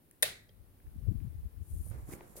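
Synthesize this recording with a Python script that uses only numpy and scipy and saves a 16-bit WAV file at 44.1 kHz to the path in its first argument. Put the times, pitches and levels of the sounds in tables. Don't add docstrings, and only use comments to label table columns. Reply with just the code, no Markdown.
import sys
import numpy as np
from scipy import signal
from scipy.fft import rfft, irfft, next_fast_len
from scipy.io import wavfile
from scipy.ndimage import map_coordinates

SR = 44100
rng = np.random.default_rng(int(sys.argv[2]) if len(sys.argv) > 2 else 0)


def store_pcm(level_fs):
    pcm = np.round(np.clip(level_fs, -1, 1) * 32767).astype(np.int16)
    wavfile.write(sys.argv[1], SR, np.atleast_2d(pcm).T)


def voltage_ratio(level):
    return 10 ** (np.asarray(level, float) / 20)


N = 105840


def unit(x):
    return x / np.sqrt(np.mean(x ** 2) + 1e-20)


def along(points, hz):
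    f, v = np.transpose(points)
    return np.interp(np.log(hz + 1), np.log(f + 1), v)


def curves(rows):
    s, *cols = np.transpose(rows)
    return [np.interp(np.arange(N) / SR, s, c) for c in cols]


def sides(pan_db):
    return voltage_ratio(np.array([pan_db / 2, -pan_db / 2]))


def wobble(rate):
    knots = rng.standard_normal((2, int(N * rate / SR) + 4))
    return np.array([map_coordinates(k, [np.arange(N) * rate / SR]) for k in knots])


def filtered(x, response):
    n = x.shape[-1]
    m = next_fast_len(n + 8192)
    return irfft(rfft(x, m) * response(np.fft.rfftfreq(m, 1 / SR)), m)[..., :n]


def related(pair, alike):
    def mix(hz):
        turn = np.arccos(np.clip(along(alike, hz), -1, 1)) / 2
        return np.array([np.cos(turn), np.sin(turn)])
    mid, side = filtered(pair, mix)
    return np.array([mid + side, mid - side])


def rush(spectrum):
    return unit(filtered(rng.standard_normal((2, N)), lambda hz: voltage_ratio(along(spectrum, hz))))


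def add(track, s, x):
    part = track[..., round(s * SR):][..., :x.shape[-1]]
    part += x[..., :part.shape[-1]]


def ring(modes, t):
    out = 0
    for hz, db, t60, pan_db in modes:
        fade = voltage_ratio(db - 60 * t / t60) * (1 - np.exp(-2 * hz * t))
        out = out + sides(pan_db)[:, None] * fade * np.sin(2 * np.pi * hz * t)
    return out


def burst(t, db, t60, colour):
    shared = rng.standard_normal(len(t))
    scattered = 0.9 * rng.standard_normal((2, len(t)))
    return voltage_ratio(db - 60 * t / t60) * unit(filtered(shared + scattered, colour))


CONTACT_S = [
    .2251,
    .2256,
    .2279,
    .2284,
    .2304,
    .2322,
    .2345,
    .2400,
]
# metal_ping_db, plastic_body_db
CONTACTS = [(-18.5, -40), (-26, -46.5), (-20.5, -21), (-25.5, -14), (-29.5, -29.5), (-21, -26.5),
            (-34, -23.5), (-29, -28)]
# pitch_hz, level_db, fade_t60_s, left_minus_right_db
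SPRING = [(7340, -19, 0.0065, -6.5), (9210, -7, 0.009, 6.5), (10140, -2.5, 0.0082, -6.5),
          (12240, -8.5, 0.0074, 11), (15130, -13, .005, 13.5), (9600, -9.5, .008, 5)]
# pitch_hz, level_db, fade_t60_s, left_minus_right_db
PLATE = [(515, -20.5, 0.052, 7), (615.5, -10, .06, -8.5), (1170, -16.5, 0.036, 3),
         (1560, -7.5, 0.014, -2.5), (1842, -6, 0.016, 2), (1960, -6.5, 0.004, 9), (2580, -15, 0.024, -1),
         (3620, -5, 0.018, -1), (3800, -12, 0.017, 12)]
# pitch_hz, level_db, fade_t60_s, left_minus_right_db
LINGER = [(1930, -53, .55, 6), (3850, -56, .55, 8), (4050, -58, .5, -6)]
# pitch_hz, level_db (per Hz)
PLASTIC = [(400, -20), (590, -6.5), (1100, -16), (1900, 0.5), (2800, -8), (3800, -2.5), (5500, -5.5),
           (16000, -5)]


def switch():
    out, t = np.zeros((2, N)), np.arange(SR // 10) / SR
    lag_s = 0.0003925

    def bright(hz):
        return hz ** 3 / (hz ** 3 + 6500 ** 3) / (1 + (hz / 13500) ** 4)

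    for s, (ping_db, body_db) in zip(CONTACT_S, CONTACTS):
        steel = ring(SPRING, t) + burst(t, 1, 0.0045, bright)
        plastic = ring(PLATE, t) + burst(t, -7, 0.02, lambda hz: voltage_ratio(along(PLASTIC, hz)))
        add(out, s, voltage_ratio(ping_db) * steel + voltage_ratio(body_db) * plastic)
    add(out, CONTACT_S[3], ring(LINGER, np.arange(SR // 2) / SR))

    def to_ports(hz):
        no_push = (1j * hz / (1j * hz + 420)) ** 2
        return no_push * np.exp(-2j * np.pi * hz * np.array([[0], [lag_s]]))
    return filtered(out, to_ports)


def taps(rows, width, rough):
    out, t = np.zeros((2, N)), np.arange(SR // 10) / SR
    for s, db, hz, t60 in rows:
        around = lambda f: np.exp(-(np.log((f + 1) / hz) / width) ** 2)
        puff = unit(filtered(rng.standard_normal((2, len(t))), around))
        fade = voltage_ratio(db - 60 * t / t60) * (1 - np.exp(-t * hz * 4))
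        add(out, s, fade * (np.sin(2 * np.pi * hz * t) + rough * puff))
    return out


# start_s, level_db, pitch_hz, fade_t60_s
TICKS = [
    (.112, -44, 10380, 0.002),
    (.1125, -65.5, 1830, .02),
    (.801, -59, 1710, 0.011),
    (.868, -65, 1557, 0.016),
    (1.203, -64.5, 2300, 0.016),
    (1.268, -69, 1780, 0.016),
]


def ticks():
    return taps(TICKS, 0.45, 0.93)


# start_s, level_db, pitch_hz, fade_t60_s
RELEASE = [(.492, -60, 3200, 0.035), (.492, -60, 520, .03), (.492, -64, 4800, .02), (.492, -65, 2000, .02)]


def release():
    return taps(RELEASE, 0.35, 0.55)


# pitch_hz, level_db (per Hz)
WALLS = [(300, -13), (590, 2.5), (1000, -10.5), (1900, 0), (2900, -2.5), (3700, 2), (5500, -8.5),
         (16000, -7.5)]


def blow(s):
    click = 1.0 * (np.arange(N) == round(s * SR))
    x = filtered(click, lambda hz: voltage_ratio(along(WALLS, hz)))
    return x / np.linalg.norm(x)


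# pitch_hz, fade_t60_s
ROOM = [(150, 1), (500, 0.27), (1100, 0.31), (2000, 0.42), (2900, 0.27), (3800, 0.32), (8000, 0.3),
        (15000, 0.19)]
# pitch_hz, likeness (-1 to 1)
ROOM_ALIKE = [(100, 1), (300, 0.87), (640, -0.16), (1400, -0.14), (3000, -0.034)]


def room(x, db):
    build_s, delay_s = 0.008, 0.009
    hz, t, z = signal.stft(rng.standard_normal((2, SR // 2)), SR, nperseg=256)
    fade = (1 - np.exp(-t / build_s)) * voltage_ratio(-60 * t / along(ROOM, hz)[:, None])
    tail = related(signal.istft(z * fade, SR, nperseg=256)[1], ROOM_ALIKE)
    late = np.pad(x, (round(delay_s * SR), 0))[None]
    return voltage_ratio(db) * signal.fftconvolve(late, tail / np.linalg.norm(tail[0]), axes=1)[:, :N]


# start_s, hiss_level_db, left_minus_right_db
SLIDE = [(1.62, -75.5, -1), (1.7, -64, 6), (1.81, -62.5, 4), (1.86, -61.5, 11), (1.902, -62, 12),
         (1.92, -67, 2), (1.96, -72, 0), (2.058, -72, -3), (2.09, -61, -7.5), (2.136, -52.5, -5.5),
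         (2.17, -68, -3), (2.22, -78.5, -6), (2.31, -65.5, -5.5), (2.352, -70, -4), (2.368, -50.5, 0),
         (2.4, -58, 4)]
# start_s, level_db
WEIGHT = [(1.8, -74), (1.901, -70.5), (1.918, -57), (1.98, -58.5), (2.06, -66.5), (2.09, -58),
          (2.135, -51.5), (2.17, -58), (2.203, -56), (2.22, -57), (2.299, -63.5), (2.35, -64), (2.374, -59),
          (2.4, -54)]
# pitch_hz, level_db (per Hz)
SOLE = [(4000, -19), (6000, -14), (6700, -6.5), (8000, -6), (8600, -3.5), (11500, -1), (13000, -2.5),
        (16000, -14)]
# pitch_hz, level_db (per Hz)
SCUFF = [(3000, -7.5), (6300, 4), (13000, -15), (16000, 0.5)]
# pitch_hz, level_db (per Hz)
DRAG = [(150, -5.5), (400, 0), (800, -5), (2300, -16), (3000, -25), (12000, -27.5)]
# start_s, level_db, pitch_hz, fade_t60_s
KNOCKS = [(1.865, -55, 600, 0.022), (1.912, -50.5, 520, 0.034), (1.913, -54, 1510, 0.021),
          (2.089, -41.5, 309, 0.041), (2.098, -56, 1210, .02), (2.113, -57, 2010, 0.028),
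          (2.1205, -36.5, 338, 0.032), (2.123, -51, 1160, 0.013), (2.162, -57, 300, 0.024),
          (2.266, -77, 497, 0.014), (2.128, -48, 2160, 0.0069), (2.369, -47, 400, 0.027),
          (2.3755, -39.5, 534, 0.017), (2.388, -41, 388, 0.017)]
# start_s, level_db, pitch_hz, fade_t60_s
HEEL = [
    (2.1352, -34, 400, .016),
    (2.1358, -39, 2200, .008),
    (2.1358, -41, 9000, .004),
    (2.2088, -41, 2100, .005),
    (2.2088, -41, 900, .009),
    (2.212, -41, 380, .018),
    (2.3565, -38, 520, .008),
]


def slipper():
    slide_db, pan_db = curves([(1.55, -110, 0.0063)] + list(SLIDE))
    weight_db, = curves([(1.7, -110)] + WEIGHT)
    hiss = voltage_ratio(slide_db + 1.9 * wobble(330)) * sides(pan_db - 3.5) * rush(SOLE)
    scuff_db = -69 + 2.3 * (slide_db + 57.5) + 2.5 * wobble(200)[0]
    scuff = voltage_ratio(scuff_db) * rush(SCUFF)
    drag = voltage_ratio(weight_db + 0.68 * wobble(90)[0]) * related(rush(DRAG), ROOM_ALIKE)
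    knocks = taps(KNOCKS, 0.61, 0.5) + taps(HEEL, 0.5, 0.2)
    return hiss + scuff + drag + knocks + room(knocks.mean(axis=0), -12)


def eddies(rows):
    cycles, skew_rad = 0.72, 0.7
    t, thump, swell = np.arange(N) / SR, 0, 0
    for (s, db, hz), turn in zip(rows, rng.uniform(-skew_rad, skew_rad, (40, 1))):
        bell = voltage_ratio(db) * np.exp(-((t - s) * hz / cycles) ** 2 / 2)
        thump = thump + bell * np.cos(2 * np.pi * hz * (t - s) + turn)
        swell = swell + bell
    return thump, swell


# start_s (of the peak), level_db, pitch_hz
EDDIES_LEFT = [(0.882, -36, 67), (0.983, -33.5, 68), (1.04, -32, 104), (1.0905, -18, 95.6),
               (1.117, -29, 185), (1.167, -32, 78.4), (1.194, -59, 75.4), (1.224, -28.5, 79),
               (1.275, -30, 111), (1.313, -45, 64.5), (1.358, -37, 88.4), (1.394, -31.5, 69),
               (1.462, -28, 66.5), (1.541, -42, 55.7), (1.581, -33.5, 77), (1.618, -29.5, 76),
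               (1.688, -44, 83.1), (1.713, -34, 98.5), (1.745, -28.5, 56), (1.77, -28.5, 60),
               (1.806, -25.5, 72.3), (1.99, -36.5, 74), (2.043, -39.5, 86.4), (2.09, -38, 139),
               (2.136, -41.5, 92), (.96, -44, 237), (1.088, -37.5, 370), (1.119, -32, 264),
               (1.155, -34.5, 209), (1.216, -40, 255), (1.25, -32, 170)]
# start_s (of the peak), level_db, pitch_hz
EDDIES_RIGHT = [(0.858, -41.5, 63.6), (0.964, -39, 146), (1.296, -44, 49), (1.378, -39, 78),
                (1.403, -45, 60.6), (1.441, -35, 65.6), (1.739, -31, 78), (1.77, -40, 82),
                (1.812, -49, 61.4), (1.865, -32.5, 70.4), (1.911, -29.6, 93.5), (1.955, -38, 122),
                (1.992, -58, 70.6), (2.05, -57, 78.5), (2.103, -58, 99), (2.138, -38, 172),
                (2.165, -45.5, 202), (2.19, -51, 171), (2.305, -52.5, 170), (2.322, -54, 189)]
# start_s (of the peak), level_db, pitch_hz
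WISPS = [(1.013, -53, 404), (1.07, -49, 545), (1.33, -51, 323), (1.762, -61, 317)]
# start_s, level_db, left_minus_right_db
AIRFLOW = [(0, -91, 5.5), (.55, -64.5, 2.5), (.61, -60, 22), (.7, -66, 0.5), (.84, -64, 4.5),
           (1.0, -49, 15), (1.15, -46, 27.5), (1.3, -52, 19), (1.45, -53, 9), (1.505, -62, 6),
           (1.6, -48, 14), (1.67, -63.5, 14), (1.76, -54, 2), (1.9, -46, -11), (2.2, -60.5, -6),
           (2.4, -60, 7)]
# pitch_hz, level_db (per Hz)
TURBULENCE = [(15, -21), (40, 4.5), (80, 2), (140, -8.5), (250, -20), (500, -46), (1000, -57), (2000, -83)]


def air():
    flow_db, pan_db = curves(AIRFLOW)
    left, right = eddies(EDDIES_LEFT + WISPS), eddies(EDDIES_RIGHT)
    thump, swell = np.transpose([left, right], (1, 0, 2))
    rumble = voltage_ratio(flow_db + 2.5 * wobble(22)) * sides(pan_db) * rush(TURBULENCE)
    flutter = voltage_ratio(-15.5) * swell * rush([(hz * 1.48, db) for hz, db in TURBULENCE])
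    return rumble + filtered(thump, lambda hz: hz ** 2 / (hz ** 2 + 25 ** 2)) + flutter


def lamp():
    on_s = np.arange(N) / SR - CONTACT_S[0]
    level = voltage_ratio(-63.5 - 60 * on_s / 6 + 1.5 * wobble(7.1)[0])
    return (on_s > 0) * level * np.sin(2 * np.pi * 99 * on_s)


# pitch_hz, level_db (per Hz)
HUM = [(60, -12), (130, -12), (300, -16.5), (1000, -30), (6800, -42), (9000, -38.5), (12000, -32.5),
       (16000, -33.5)]
# pitch_hz, likeness (0 to 1)
HUM_ALIKE = [(60, 0.77), (130, 0.2), (290, 1), (640, 0), (1400, 0.0088)]
# start_s, level_db
HUM_SWELL = [(.6, -1), (1.1, 2.5), (2.4, -1.5)]


def hum():
    swell_db, = curves(HUM_SWELL)
    return voltage_ratio(-65 + swell_db) * related(rush([(30, -18.5)] + list(HUM)), HUM_ALIKE)


def scene():
    nail = ticks()
    answer = room(blow(CONTACT_S[2]) + nail.mean(axis=0), -4.5)
    return switch() + release() + nail + answer + slipper() + air() + lamp() + hum()


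def band_limit(x):
    return signal.sosfilt(signal.butter(12, 16650, fs=SR, output="sos"), x)


# pitch_hz, left_minus_right_db
PORTS = [(5500, 0), (7600, -10), (8300, 1), (9200, 11), (11000, 5), (12500, 2), (16000, 1)]


def record(dry):
    def ports(hz):
        share = np.array([[0.7], [-0.3]])
        steep_end_db = np.clip(hz - 15900, 0, 2000) / 20
        return voltage_ratio(share * along(PORTS, hz) - steep_end_db)
    return band_limit(filtered(dry, ports))


dry = scene()
out = record(dry)
store_pcm(out)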